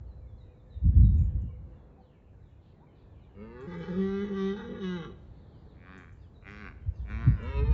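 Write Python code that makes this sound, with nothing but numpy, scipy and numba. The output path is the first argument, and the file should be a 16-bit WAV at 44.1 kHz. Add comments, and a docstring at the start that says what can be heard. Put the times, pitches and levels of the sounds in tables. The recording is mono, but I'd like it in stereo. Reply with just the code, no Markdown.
"""A red deer stag roars and grunts far off across open parkland, heard through a two-port microphone.
The voice is fold pulses and turbulent air driving gliding resonances of a long throat.
Gusts are low noise in short buffets; birds are gliding whistles, noise ticks and rustles with echoes.
Shaped noise makes the rumble and far murmur under everything, and a wavering sine a far engine note."""
import sys
import numpy as np
from scipy import signal
from scipy.fft import rfft, irfft
from scipy.io import wavfile
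from scipy.ndimage import uniform_filter1d
from numba import njit

SR = 44100
rng = np.random.default_rng(int(sys.argv[2]) if len(sys.argv) > 2 else 0)


def master(y):
    """Save y as 16-bit WAV."""
    cut = np.clip(np.atleast_2d(y).T, -1, 1)
    pcm = np.round(cut * 32767)  # scale
    wavfile.write(sys.argv[1], SR, pcm.astype(np.int16))


N = 340893
PAD = 4096  # spare samples around spectral filtering
T = np.arange(N) / SR
FREQ = np.maximum(np.fft.rfftfreq(N + PAD, 1 / SR), 1)

# steady chest resonances of every roar: (frequency [Hz], width [Hz], relative level [dB])
ROAR_CHEST = [(184.4, 59, 6.5), (385, 96, 2), (491, 73.6, -5.5)]
# mid-throat resonances of the roar's start and of the last roar, before the larynx moves them:
# (frequency [Hz], width [Hz], relative level [dB])
ROAR_THROAT = [(866, 100, 3.5), (1163, 120, 3), (1444, 44, 0), (1660, 100, -0.5), (1980, 88, -1),
               (2280, 220, -12)]


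def stag():
    """One animal's calls in turn: a roar with its start, three grunts, and the start of another roar."""
    return roar_start() + long_roar() + grunts() + last_roar()


def roar_start():
    """The folds speed up while the larynx is pulled down, lowering the throat's resonances."""
    # voice: (time [s], fold rate [Hz], mid-throat level [dB], low-throat level [dB], roughness [0-1])
    start_voice = [(3.35, 95.55, -71.5, -57, .25), (3.422, 108.3, -59.5, -45, .1),
                   (3.548, 120.6, -59, -49, .13), (3.612, 130.5, -53.5, -44.5, 0.12),
                   (3.646, 138.2, -55.5, -39.5, .11), (3.67, 142.6, -58, -45, 0.34)]
    # top of the throat: (start [Hz], end [Hz], width [Hz], start level [dB], end level [dB])
    start_edge = [(2750, 2570, 160, 3, 2), (3350, 3340, 210, -17, -2), (3990, 3900, 300, -18, -9.5),
                  (4600, 4450, 250, -14, -8.5), (5000, 5150, 400, -40, -16)]
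    larynx = (1.114, 0.95)  # factor on the resonances at the start, at the end
    edge_db = (-3, -11, -15.5)  # top against mid throat, in even steps through the call
    throat = pulled(ROAR_THROAT, larynx)
    return call([start_voice], larynx, edge_db, ROAR_CHEST, throat, start_edge, breath=1.1, hiss=1.6, slack=.2)


def long_roar():
    """Separate stretches of voice, rough and clear by turns, share one slowly moving throat."""
    # one list per stretch: (time [s], fold rate [Hz], mid-throat level [dB], low-throat level [dB],
    # roughness [0-1])
    stretches = [
        [(3.675, 172.6, -59, -41, 0.34), (3.741, 172.4, -53, -42, 0.62), (3.775, 164.9, -56.5, -40.5, 0.43),
         (3.837, 165.6, -49.5, -37, .45), (3.867, 169.7, -52, -40, .42), (3.981, 190.1, -50.5, -29.5, 0.31),
         (4.03, 192.5, -48.5, -30, 0.07), (4.201, 199, -48.5, -31.5, 0.06), (4.237, 202, -50, -29.5, 0.25),
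         (4.275, 200.9, -54, -42.5, 0.91), (4.33, 195.9, -50, -33, .25), (4.407, 192.1, -46.5, -29.5, .06),
         (4.511, 196, -46.5, -31.5, 0.05), (4.56, 206.3, -53.5, -35.5, 0.47)],
        [(4.565, 233.3, -50.5, -42.5, .6), (4.629, 232, -51.5, -40, 0.47), (4.79, 240.6, -56, -37, .65)],
        [(4.795, 200.9, -57.5, -39.5, 0.48), (4.841, 185.9, -46, -34, 0.07), (4.951, 177.7, -49.5, -35.5, 0.04),
         (5.017, 157, -51.5, -40, 0.24), (5.049, 150.3, -48, -44, 0.32), (5.101, 100.2, -63, -42, 0.74),
         (5.13, 97.2, -61, -59, 0)],
    ]
    # middle and top of the throat: (start [Hz], end [Hz], width [Hz], start level [dB], end level [dB])
    roar_mid = [(860, 823, 102, 3, -0.5), (1217, 1162, 133, 3.5, 3.5), (1460, 1400, 70, -4, 2.5),
                (1662, 1590, 116, 0.5, 0), (1965, 1960, 116, 2.5, -1.7), (2283, 2254, 110, -5, -13.5),
                (2620, 2590, 99, -12, -8)]
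    roar_edge = [(3040, 2980, 128, -1.5, 0.5), (3440, 3360, 180, -3, -3), (3666, 3620, 80, -5.5, -5),
                 (3900, 3810, 140, -3, 3.5), (4340, 4200, 240, -8.5, -25.5), (4720, 4750, 400, -15.5, -33),
                 (5130, 5250, 200, -10.5, -32), (5500, 5700, 190, -15.5, -19),
                 (5950, 5950, 210, -22.5, -18), (6250, 6380, 180, -17, -22), (7040, 4700, 700, -28.5, -35)]
    larynx = (1.018, 0.99)  # factor on the chest resonances at the start, at the end
    edge_db = (-10.5, -15, -12, -10, -8, -5.5)  # top against mid throat, in even steps
    return call(stretches, larynx, edge_db, ROAR_CHEST, roar_mid, roar_edge, breath=1.3, hiss=1.5, slack=.08)


def last_roar():
    """The fold rate climbs again as the larynx comes down from a high place."""
    # voice: (time [s], fold rate [Hz], mid-throat level [dB], low-throat level [dB], roughness [0-1])
    last_voice = [(7.37, 98.5, -58.5, -55, .28), (7.484, 131.5, -47, -41.5, 0.088),
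                  (7.53, 138.2, -47.5, -47, 0.055), (7.594, 140.3, -45, -39, 0.075),
                  (7.63, 145.2, -53, -38, 0.078), (7.666, 149.7, -50, -46, 0.12),
                  (7.696, 153.4, -54, -37.5, 0.048), (7.74, 153.9, -47.5, -50, 0.063)]
    # top of the throat: (start [Hz], end [Hz], width [Hz], start level [dB], end level [dB])
    last_edge = [(2840, 2500, 170, 2.5, -1.5), (3220, 3060, 200, -13, -10.5), (3500, 3800, 220, -9.5, -13),
                 (3730, 3800, 170, -18.5, -15), (3950, 4330, 110, -12.5, -9), (4650, 4300, 140, -25, -22),
                 (5500, 5300, 350, -32, -26), (6800, 5200, 900, -41.5, -40)]
    larynx = (1.227, 1.032)  # factor on the resonances at the start, at the end
    edge_db = (-9.5, -9.5, -6)  # top against mid throat, in even steps
    throat = pulled(ROAR_THROAT, larynx)
    return call([last_voice], larynx, edge_db, ROAR_CHEST, throat, last_edge, breath=1.3, hiss=1.1, slack=.12)


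def grunts():
    """Three short calls, each with its own shape of throat."""
    # (time [s], length [s], attack [s], release [s], top fold rate [Hz], mid-throat level [dB],
    #  low-throat level [dB], top against mid throat [dB], steadiest roughness [0-1],
    #  larynx factor at the start [ratio], larynx factor at the end [ratio])
    grunt_rows = [(5.739, 0.38, 0.15, 0.11, 95.1, -55, -55.5, -16.5, .13, 1.073, 0.91),
                  (6.424, 0.3, 0.056, 0.058, 105.7, -50.5, -51, -18.5, .13, 1.082, 0.94),
                  (7.052, .43, 0.052, 0.24, 117.1, -48.5, -45.5, -20.5, 0.1, 1.02, .9)]
    # middle and top of the throat, one list per grunt:
    # (start [Hz], end [Hz], width [Hz], start level [dB], end level [dB])
    grunt_throats = [
        [(756, 750, 160, -7, -10), (1150, 1130, 260, -5, -3), (1600, 1600, 380, 0, -1),
         (1900, 1900, 330, -4, -5), (2330, 2360, 330, -3, -7.5), (2830, 3500, 200, -25, -11)],
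        [(767, 690, 130, -6, -7), (1200, 1080, 260, -2.5, -1), (1520, 1600, 330, -3, 2),
         (1980, 2200, 330, -1, -6), (2430, 2250, 300, -3.5, -4), (2700, 2780, 260, -10, -9)],
        [(704, 690, 150, -6, -3.5), (1110, 1040, 240, -3.5, -1), (1470, 1470, 260, .4, 5),
         (1830, 1900, 300, -2, -6), (2330, 2150, 280, -.4, -12), (2800, 2500, 250, -10, -15)],
    ]
    grunt_edges = [
        [(3250, 3200, 400, 0, -2), (3750, 3700, 450, -2, -1), (4300, 4400, 500, -8, -6),
         (5400, 5400, 700, -28, -26)],
        [(3250, 3300, 400, 0, -3), (3800, 3900, 450, -2, -2), (4500, 4600, 550, -7, -6),
         (5650, 5300, 600, -8, -10), (6700, 6200, 800, -13, -30)],
        [(3330, 2800, 280, 2, -4), (3800, 3700, 450, -3, -2), (4200, 5250, 500, -9, -2),
         (5600, 5700, 450, -12, -14), (6550, 5900, 650, -9, -32)],
    ]
    out = np.zeros(N)
    for throat, edge, row in zip(grunt_throats, grunt_edges, grunt_rows):
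        out += grunt(throat, edge, *row)
    return out


def grunt(throat, edge, s, length, attack, release, hz, throat_db, chest_db, edge_db, rough, *larynx):
    """The pitch arches, the folds beat less evenly towards both ends, and a breathy tail follows."""
    # chest: (frequency [Hz], width [Hz], relative level [dB])
    grunt_chest = [(221, 80, 10.5), (395, 130, -2), (513.4, 28, -5)]
    top, rise, fall = .52, .15, .24  # place of the top pitch in the length; share of pitch lost before, after
    steady, end_rough = .35, .6  # place of the steadiest beat in the length; roughness at the end
    start_db, end_db = -21, -14  # fade at the very start and at the end of the length
    tail_s, tail_db = .14, -14  # the last air runs out

    u = np.linspace(0, 1 + tail_s / length, num=32)
    before_top = u < top
    from_top = np.where(before_top, 1 - u / top, (u - top) / (1 - top))
    pitch = hz * (1 - np.where(before_top, rise, fall) * np.minimum(from_top, 1.2) ** 1.5)
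    corners_s = [0, attack, length - release, length, length + tail_s]
    fade = np.interp(u * length, corners_s, [start_db, 0, 0, end_db, end_db + tail_db])
    unsteady = np.interp(u, [0, steady, 1], [.7, 0, 1]) ** 2
    roughness = rough + (end_rough - rough) * unsteady
    rows = np.transpose([s + u * length, pitch, throat_db + fade, chest_db + fade, roughness])
    return call([rows], larynx, [edge_db], grunt_chest, throat, edge, breath=.9, hiss=1.8, slack=.12)


def call(tables, larynx, edge_db, chest, throat, edge, breath, hiss, slack):
    """Fold pulses and turbulent air sound the low, middle and top parts of the throat."""
    edge_growth, patchy_db, flicker_db = 0.52, 1.8, 2.5  # [dB per dB]; swell of resonances; at full roughness
    rows = np.vstack(tables)
    span = slice(int(rows[0, 0] * SR) - 900, int(rows[-1, 0] * SR) + 900)
    hz, throat_db, chest_db, rough = (c[span] for c in curve(rows))
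    rough = np.clip(rough, 0, 1)
    edge_s = np.linspace(rows[0, 0], rows[-1, 0], len(edge_db))
    # the top of the throat grows with effort
    top_db = throat_db + np.interp(T[span], edge_s, edge_db) + edge_growth * (throat_db + 54.5)

    chance = rng.standard_normal((len(hz) // 100, 2))
    pulses, phase = folds(hz, rough ** 1.5, chance, .2, .6)
    air = unit(rng.standard_normal(len(hz)) * np.exp(-phase / .5))  # a puff in each open phase
    buzzing = unit(pulses, .013) + .5 * rough * air
    breathy = unit(pulses, .05) + breath * (rough + .06) * air
    bright = filtered(rng.standard_normal(len(hz)), 1, 3500, "high")
    hissy = breathy + hiss * bright * (.25 + rough)  # steady turbulence in the mouth

    parts = ((buzzing, pulled(chest, larynx), 0, 0., chest_db),
             (breathy, throat, patchy_db, slack, throat_db),
             (hissy, edge, patchy_db, slack, top_db))
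    out = np.zeros(N)
    for source, modes, swell_db, loose, db in parts:
        level = undb(db + flicker_db * np.sqrt(rough) * walk(22, len(hz)))
        out[span] += unit(tract(source, modes, swell_db, loose), 0.14) * level
    sounding = np.zeros(N, dtype=bool)
    for table in tables:
        sounding |= (T > table[0][0] - .004) & (T < table[-1][0] + .004)
    return out * uniform_filter1d(sounding * 1., size=600)


@njit
def folds(hz, rough, chance, jitter, shimmer):
    """A pulse at each closing of the folds; rough cycles scatter in length and strength."""
    pulses, phase, p, k = np.zeros(len(hz) + 1), np.empty(len(hz)), 0., 0
    for i in range(len(hz)):
        step = hz[i] * np.exp(jitter * rough[i] * chance[k, 0]) / SR
        p += step
        if p >= 1:
            p, k = p - 1, k + 1
            size = np.exp(shimmer * rough[i] * chance[k, 1])
            # the pulse is shared between two samples to land between them
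            pulses[i] += size * p / step
            pulses[i + 1] += size * (1 - p / step)
        phase[i] = p
    return pulses[:-1], phase


def pulled(modes, factor):
    """A moving larynx makes steady resonances glide by a factor (at the start, at the end)."""
    return [(f * factor[0], f * factor[1], width, db, db) for f, width, db in modes]


def tract(x, modes, patchy_db, slack):
    """Resonances of alternating sign glide from start to end; each drifts and swells on its own."""
    u = np.linspace(0, 1, len(x))
    hz, damp, gain = [], [], []
    for m, (from_hz, to_hz, width, from_db, to_db) in enumerate(modes):
        hz.append((from_hz + (to_hz - from_hz) * u) * (1 + .011 * walk(12, len(x))))
        damp.append(2 * width / (from_hz + to_hz))
        db = from_db + (to_db - from_db) * u + patchy_db * walk(20, len(x))
        gain.append((-1) ** m * undb(db))
    return ring(x, np.array(hz), np.array(damp), np.array(gain), slack)


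@njit
def ring(x, hz, damp, gain, slack):
    """Side-by-side moving resonances, each applied twice so valleys stay dark; slack walls fill them a little."""
    out = np.zeros(len(x))
    for m in range(len(hz)):
        k, b1, l1, b2, l2 = damp[m], 0., 0., 0., 0.
        for i in range(len(x)):
            g = np.tan(np.pi * hz[m, i] / SR)
            # first pass
            v = (b1 + g * (x[i] - l1)) / (1 + g * (g + k))
            b1, l1 = 2 * v - b1, l1 + 2 * g * v
            # second pass
            w = (b2 + g * (k * v - l2)) / (1 + g * (g + k))
            b2, l2 = 2 * w - b2, l2 + 2 * g * w
            out[i] += gain[m, i] * k * (w + slack * (v - w))
    return out


def echoes(x, t60_s, db):
    """Scattered returns from trunks and bracken: a decaying noise tail with a soft onset."""
    t = T[:SR]
    tail = rng.standard_normal(len(t)) * np.exp(-np.log(1000) * t / t60_s) * np.minimum(t / 0.012, 1)
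    return undb(db) * signal.fftconvolve(x, tail / np.sqrt(np.sum(tail ** 2)))[:N]


def gusts():
    """Big and small eddies shake the capsule in buffets, and one slap falls in pitch."""
    # (time [s], hold [s], big-eddy level [dB], fall [dB/s], small eddies against big [dB])
    buffet_rows = [(0.008, .21, -38, 147, -40), (0.315, 0.026, -38.5, 245, -35),
                   (0.763, 0.013, -33, 507, -27), (0.851, 0.042, -11.5, 450.5, -16),
                   (0.959, 0.032, -11, 125, -11.5), (1.026, 0.011, -21, 295.5, 3),
                   (1.045, 0.033, -12, 50, -18), (1.209, 0.022, -15, 330, -16.5),
                   (1.35, 0.014, -17.5, 504, -15), (1.432, 0.0061, -33, 295, -1.5),
                   (6.821, 0.051, -33.5, 300, -36.5), (6.875, 0.0088, -16.5, 597, -49.5),
                   (6.986, 0.037, -29, 196, -22), (7.131, .01, -26.5, 110, -33.5),
                   (7.22, 0.025, -27.5, 400, -17), (7.279, 0.0096, -16, 397.5, -6),
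                   (7.308, 0.016, -17.5, 300.5, -16.5), (7.417, 0.056, -23.5, 395, -37.5),
                   (7.546, .03, -25.5, 198, -28), (7.579, .01, -18, 48, -18.5), (7.693, .01, -13, 603, -16)]
    # (frequency [Hz], relative density [dB per Hz])
    gust_colour = [(13, -68.5), (22, 4.5), (59, 3), (81, -4), (135, -16.5), (177, -21), (210, -29),
                   (253, -36.5), (420, -49.5), (550, -62.5), (920, -120)]
    rise_db_s = 519
    t = T[::64]  # coarse time for the envelopes
    big_gain, small_gain = 0, 0
    for s, hold, db, fall, small_db in buffet_rows:
        gain = undb(db - rise_db_s * np.maximum(s - t, 0) - fall * np.maximum(t - s - hold, 0))
        big_gain = np.maximum(big_gain, gain)
        small_gain = np.maximum(small_gain, undb(small_db) * gain)
    eddies = noise(gust_colour)
    big = signal.sosfiltfilt(signal.butter(2, 120, fs=SR, output="sos"), eddies)
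    small = eddies - big
    buffeting = unit(big, 0.016) * np.interp(T, t, big_gain) + unit(small, 0.0086) * np.interp(T, t, small_gain)
    # 0.6 rad: the right port feels the pressure first
    both = pair(buffeting + thump(), 0.18, .6)
    # the microphone's wind filter cuts the deepest bass; the cover smothers the top
    return filtered(both, 4, [58, 320], "band")


def thump():
    """The slap of a gust: a sine sinks quickly in pitch and dies away."""
    # (time [s], peak level ahead of the wind filter [dB], from [Hz], to [Hz], glide [s], 60 dB decay [s])
    slap_row = (7.262, -13, 230, 72, .014, .11)
    start, peak_db, from_hz, to_hz, glide_s, t60_s = slap_row
    t = np.maximum(T - start, 0)
    turns = to_hz * t + (from_hz - to_hz) * glide_s * (1 - np.exp(-t / glide_s))
    envelope = (1 - np.exp(-t / .012)) ** 2 * np.exp(-np.log(1000) * t / t60_s)
    slap = np.sin(2 * np.pi * turns) * envelope
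    return undb(peak_db) * slap / slap.max()


def birds():
    """Notes broken up by leaves, ticks and rustles ring among the trees; far chatter is heard only as echo."""
    t60_s = .6
    near = bird_notes() * undb(3 * walk(220))
    near += echoes(filtered(near, 4, 1500, "high"), .1, -4)  # close scatter from leaves
    near += ticks() + rustles()
    near_echo = echoes(filtered(near, 4, 1500, "high"), t60_s, -4)
    return near + near_echo + echoes(far_chatter(), t60_s, 0)


def bird_notes():
    """Three birds each repeat one falling glide at changing pitch, among short lone whistles."""
    # calls of each bird: (time [s], start [Hz], level [dB])
    singer_calls = [(.375, 4300, -72), (.695, 4230, -69), (1.012, 4280, -67)]
    chirper_calls = [(2.0, 4700, -80), (2.935, 4400, -81), (2.981, 4700, -83), (3.195, 4500, -78),
                     (5.37, 4750, -82), (5.41, 4400, -83), (5.665, 4550, -78), (6.195, 4200, -79),
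                     (6.925, 5600, -83), (6.96, 4200, -79)]
    warbler_calls = [(.193, 2500, -80), (.37, 2200, -82), (.63, 2450, -87), (.95, 1780, -78.5),
                     (.998, 2300, -82), (1.155, 2700, -76), (1.369, 3150, -86), (1.509, 2190, -95),
                     (1.7, 2450, -90), (2.127, 2480, -82), (2.42, 2500, -85)]
    # lone whistles: (time [s], from [Hz], to [Hz], level [dB])
    pip_rows = [(.065, 4520, 4120, -84), (.095, 4120, 4000, -72), (.48, 2390, 2490, -79.5),
                (.91, 1380, 1794, -76), (5.55, 4740, 4820, -85.5), (6.13, 7240, 7200, -86),
                (3.61, 7000, 7200, -84), (6.93, 6900, 6130, -86), (6.92, 2700, 2730, -77.5),
                (.937, 3290, 3650, -79), (1.16, 6930, 6980, -78.5), (1.47, 1080, 1060, -67),
                (1.488, 2325, 2234, -76), (1.972, 796, 760, -58.5), (2.797, 674, 978, -59.5),
                (2.857, 2490, 2076, -74), (3.23, 2540, 2310, -75), (6.338, 4140, 3720, -74)]
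    # note length [s], end over start pitch [ratio], bend of the glide
    singers = ((.075, .86, 2.0, singer_calls), (.085, .68, 1.2, chirper_calls), (.11, .84, 1.7, warbler_calls))
    out = np.zeros(N + SR)
    for s, from_hz, to_hz, db in pip_rows:
        place(out, s, undb(db) * whistle(0.054, from_hz, to_hz, 2.0))
    for length, fall, bend, calls in singers:
        for s, hz, db in calls:
            place(out, s, undb(db) * whistle(length, hz, hz * fall, bend))
    return out[:N]


def whistle(length_s, from_hz, to_hz, bend):
    """One gliding sine note that swells and fades."""
    u = np.linspace(0, 1, int(length_s * SR))
    hz = to_hz + (from_hz - to_hz) * (1 - u) ** bend
    return np.sin(np.pi * u) * np.sin(2 * np.pi * np.cumsum(hz) / SR)


def ticks():
    """Sharp calls of a small bird: one decaying burst of high noise, repeated."""
    # (time [s], level [dB])
    tick_rows = [(1.1425, -68.5), (1.4162, -70), (3.606, -65.5), (3.782, -66.5), (5.9767, -60),
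                 (6.1243, -69), (6.505, -65.5), (7.428, -63)]
    t = T[:int(.03 * SR)]
    burst = filtered(rng.standard_normal(len(t)), 2, [5800, 7600], "band")
    burst = unit(burst) * np.exp(-t / 0.0096) / 2
    out = np.zeros(N + SR)
    for s, db in tick_rows:
        place(out, s, undb(db) * burst)
    return out[:N]


def rustles():
    """Diffuse rustles among the birds, and a long faint haze of high noise from 5.1 s: bands of noise that
    swell and fade."""
    # (time [s], length [s], low edge [Hz], high edge [Hz], level at the height of the swell [dB])
    rustle_rows = [(2.59, .18, 2500, 4300, -79), (5.1, .85, 3200, 4500, -82), (2.94, .12, 3200, 4700, -83),
                   (6.15, .14, 4200, 5000, -86), (6.93, .12, 3600, 5300, -83)]
    out = np.zeros(N)
    for s, length, low_hz, high_hz, db in rustle_rows:
        band = filtered(rng.standard_normal(N), 4, [low_hz, high_hz], "band")
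        out += undb(db) * unit(band) * np.sin(np.pi * np.clip((T - s) / length, 0, 1))
    return out


def far_chatter():
    """Many falling whistles at random times, pitches and levels."""
    out = np.zeros(N + SR)
    for when, pitch, fall, size in rng.random((260, 4)):
        hz = 1900 * 2.3 ** pitch ** 1.5
        note = whistle(0.072, hz, hz * (.9 - 0.2 * fall), 2.0)
        place(out, when * N / SR, undb(-84.5 + 8.5 * size) * note)
    return out[:N]


def park():
    """Low rumble, a far murmur that flickers a little, and a wavering drone; also the murmur's wide part."""
    # steady air: (time [s], low rumble level [dB], far murmur level [dB])
    air_rows = [(0, -52, -57.5), (1.55, -54.5, -59), (2.2, -61, -58.5), (2.46, -51, -59.5),
                (2.8, -59.5, -59), (3.4, -49, -59), (5.2, -52, -56.5), (6.2, -50, -60.5),
                (6.35, -55, -57.5), (6.7, -48.5, -61), (7.73, -44, -51)]
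    # colours: (frequency [Hz], relative density [dB per Hz])
    rumble_colour = [(20, -25.5), (35, 0.5), (55, 8.5), (100, 7), (140, -4), (220, -20.5), (300, -54.5)]
    murmur_colour = [(80, -23.5), (140, 5), (250, -5), (400, -6.5), (700, -13.5), (1100, -20),
                     (1500, -26.5), (2400, -36.5), (3000, -45.5), (4100, -38.5), (4600, -50), (5300, -89)]
    rumble_db, murmur_db = curve(air_rows)
    rumble = unit(noise(rumble_colour), 0.093) * undb(rumble_db + 1.8 * walk(8))
    level = undb(murmur_db + 1.0 * walk(4.82))
    murmur = level * noise(murmur_colour)
    sides = filtered(noise(murmur_colour), 2, [350, 1500], "band")
    wide = 0.71 * level * sides * np.array([[1], [-1]])  # opposite on the two ports
    return rumble + drone() + murmur, wide


def drone():
    """A far engine note: one sine sags slowly while its pitch and level waver."""
    # (time [s], level [dB])
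    drone_level = [(0, -77), (.3, -67.5), (1.45, -64.5), (2.4, -71.5), (2.8, -99)]
    hz = 504 - 2.7 * T + 4 * walk(20)
    level = undb(curve(drone_level)[0] + 2 * walk(36))
    return level * np.sin(2 * np.pi * np.cumsum(hz) / SR)


def undb(db):
    """Decibels to gain."""
    return 10 ** (np.asarray(db) / 20)


def unit(x, window_s=None):
    """Scale to rms 1, overall or along a running window."""
    if window_s is None:
        power = np.mean(x ** 2)
    else:
        size = int(window_s * SR)
        power = uniform_filter1d(uniform_filter1d(x ** 2, size), size)
    return x / np.sqrt(power + 1e-20)


def filtered(x, order, hz, kind):
    """Butterworth filter."""
    return signal.sosfilt(signal.butter(order, hz, kind, fs=SR, output="sos"), x)


def place(out, s, sound):
    """Add a sound at a time in seconds."""
    start = int(s * SR)
    out[start:start + len(sound)] += sound


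def curve(rows):
    """Columns of a table along time."""
    s, *columns = np.transpose(rows)
    return [np.interp(T, s, c) for c in columns]


def along_hz(table):
    """Columns of a table along log frequency."""
    hz, *columns = np.transpose(table)
    return [np.interp(np.log(FREQ), np.log(hz), c) for c in columns]


def noise(colour):
    """Noise with a given spectrum, rms 1."""
    spectrum = rfft(rng.standard_normal(N + PAD)) * undb(along_hz(colour)[0])
    return unit(irfft(spectrum, N + PAD)[:N])


def walk(rate, size=N):
    """Random levels held 1 / rate seconds, then smoothed twice."""
    k = int(SR / rate)
    steps = np.repeat(rng.standard_normal(size // k + 1), k)
    return 1.52 * uniform_filter1d(uniform_filter1d(steps, k), k)[:size]


def pair(x, lean_db, lead):
    """One sound on the two ports: left louder by lean_db, right ahead by lead radians."""
    mirrored_end = (2 * x[-1] - x[::-1][1:PAD + 1]) * np.linspace(1, 0, PAD)  # avoids a jump at the end
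    spectrum = rfft(np.append(x, mirrored_end))
    half = undb(lean_db / 2) * np.exp(-.5j * lead)
    return np.array([irfft(spectrum * half, N + PAD)[:N], irfft(spectrum / half, N + PAD)[:N]])


def scene():
    """Airborne sound takes the colour of the two ports; wind acts on them directly."""
    # (frequency [Hz], left minus right [dB], phase by which the right leads [rad])
    ports = [(62.4, 0.5, -0.38), (122, 2.5, -0.23), (250, 0.6, .04), (440, 0.5, -0.089), (694, 5, -1.1),
             (1260, 0.5, 0.88), (1930, -0.5, -0.32), (3130, 0, -0.56), (5500, 0, -0.26)]
    trees_t60_s = .9
    voice = stag()
    middle, wide = park()
    air = voice + echoes(voice, trees_t60_s, -15) + birds() + middle
    scattered = echoes(voice, trees_t60_s, -29.5) * np.array([[1], [-1]])  # returns from the sides
    return pair(air, *along_hz(ports)) + wide + scattered + gusts()


def record(dry):
    """The microphone path ends in the mid treble; faint circuit hiss follows it."""
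    mic_top_hz, top_hz = 7620, 15700
    capsule = undb(-88.5) * rng.standard_normal(N)  # steady self-noise
    narrow = signal.sosfilt(signal.ellip(10, .2, 60, mic_top_hz, fs=SR, output="sos"), dry + capsule)
    hiss = undb(-100) * filtered(rng.standard_normal(dry.shape), 2, 11000, "high")
    return signal.sosfilt(signal.ellip(8, .2, 70, top_hz, fs=SR, output="sos"), narrow + hiss)


dry = scene()
out = record(dry)
master(out)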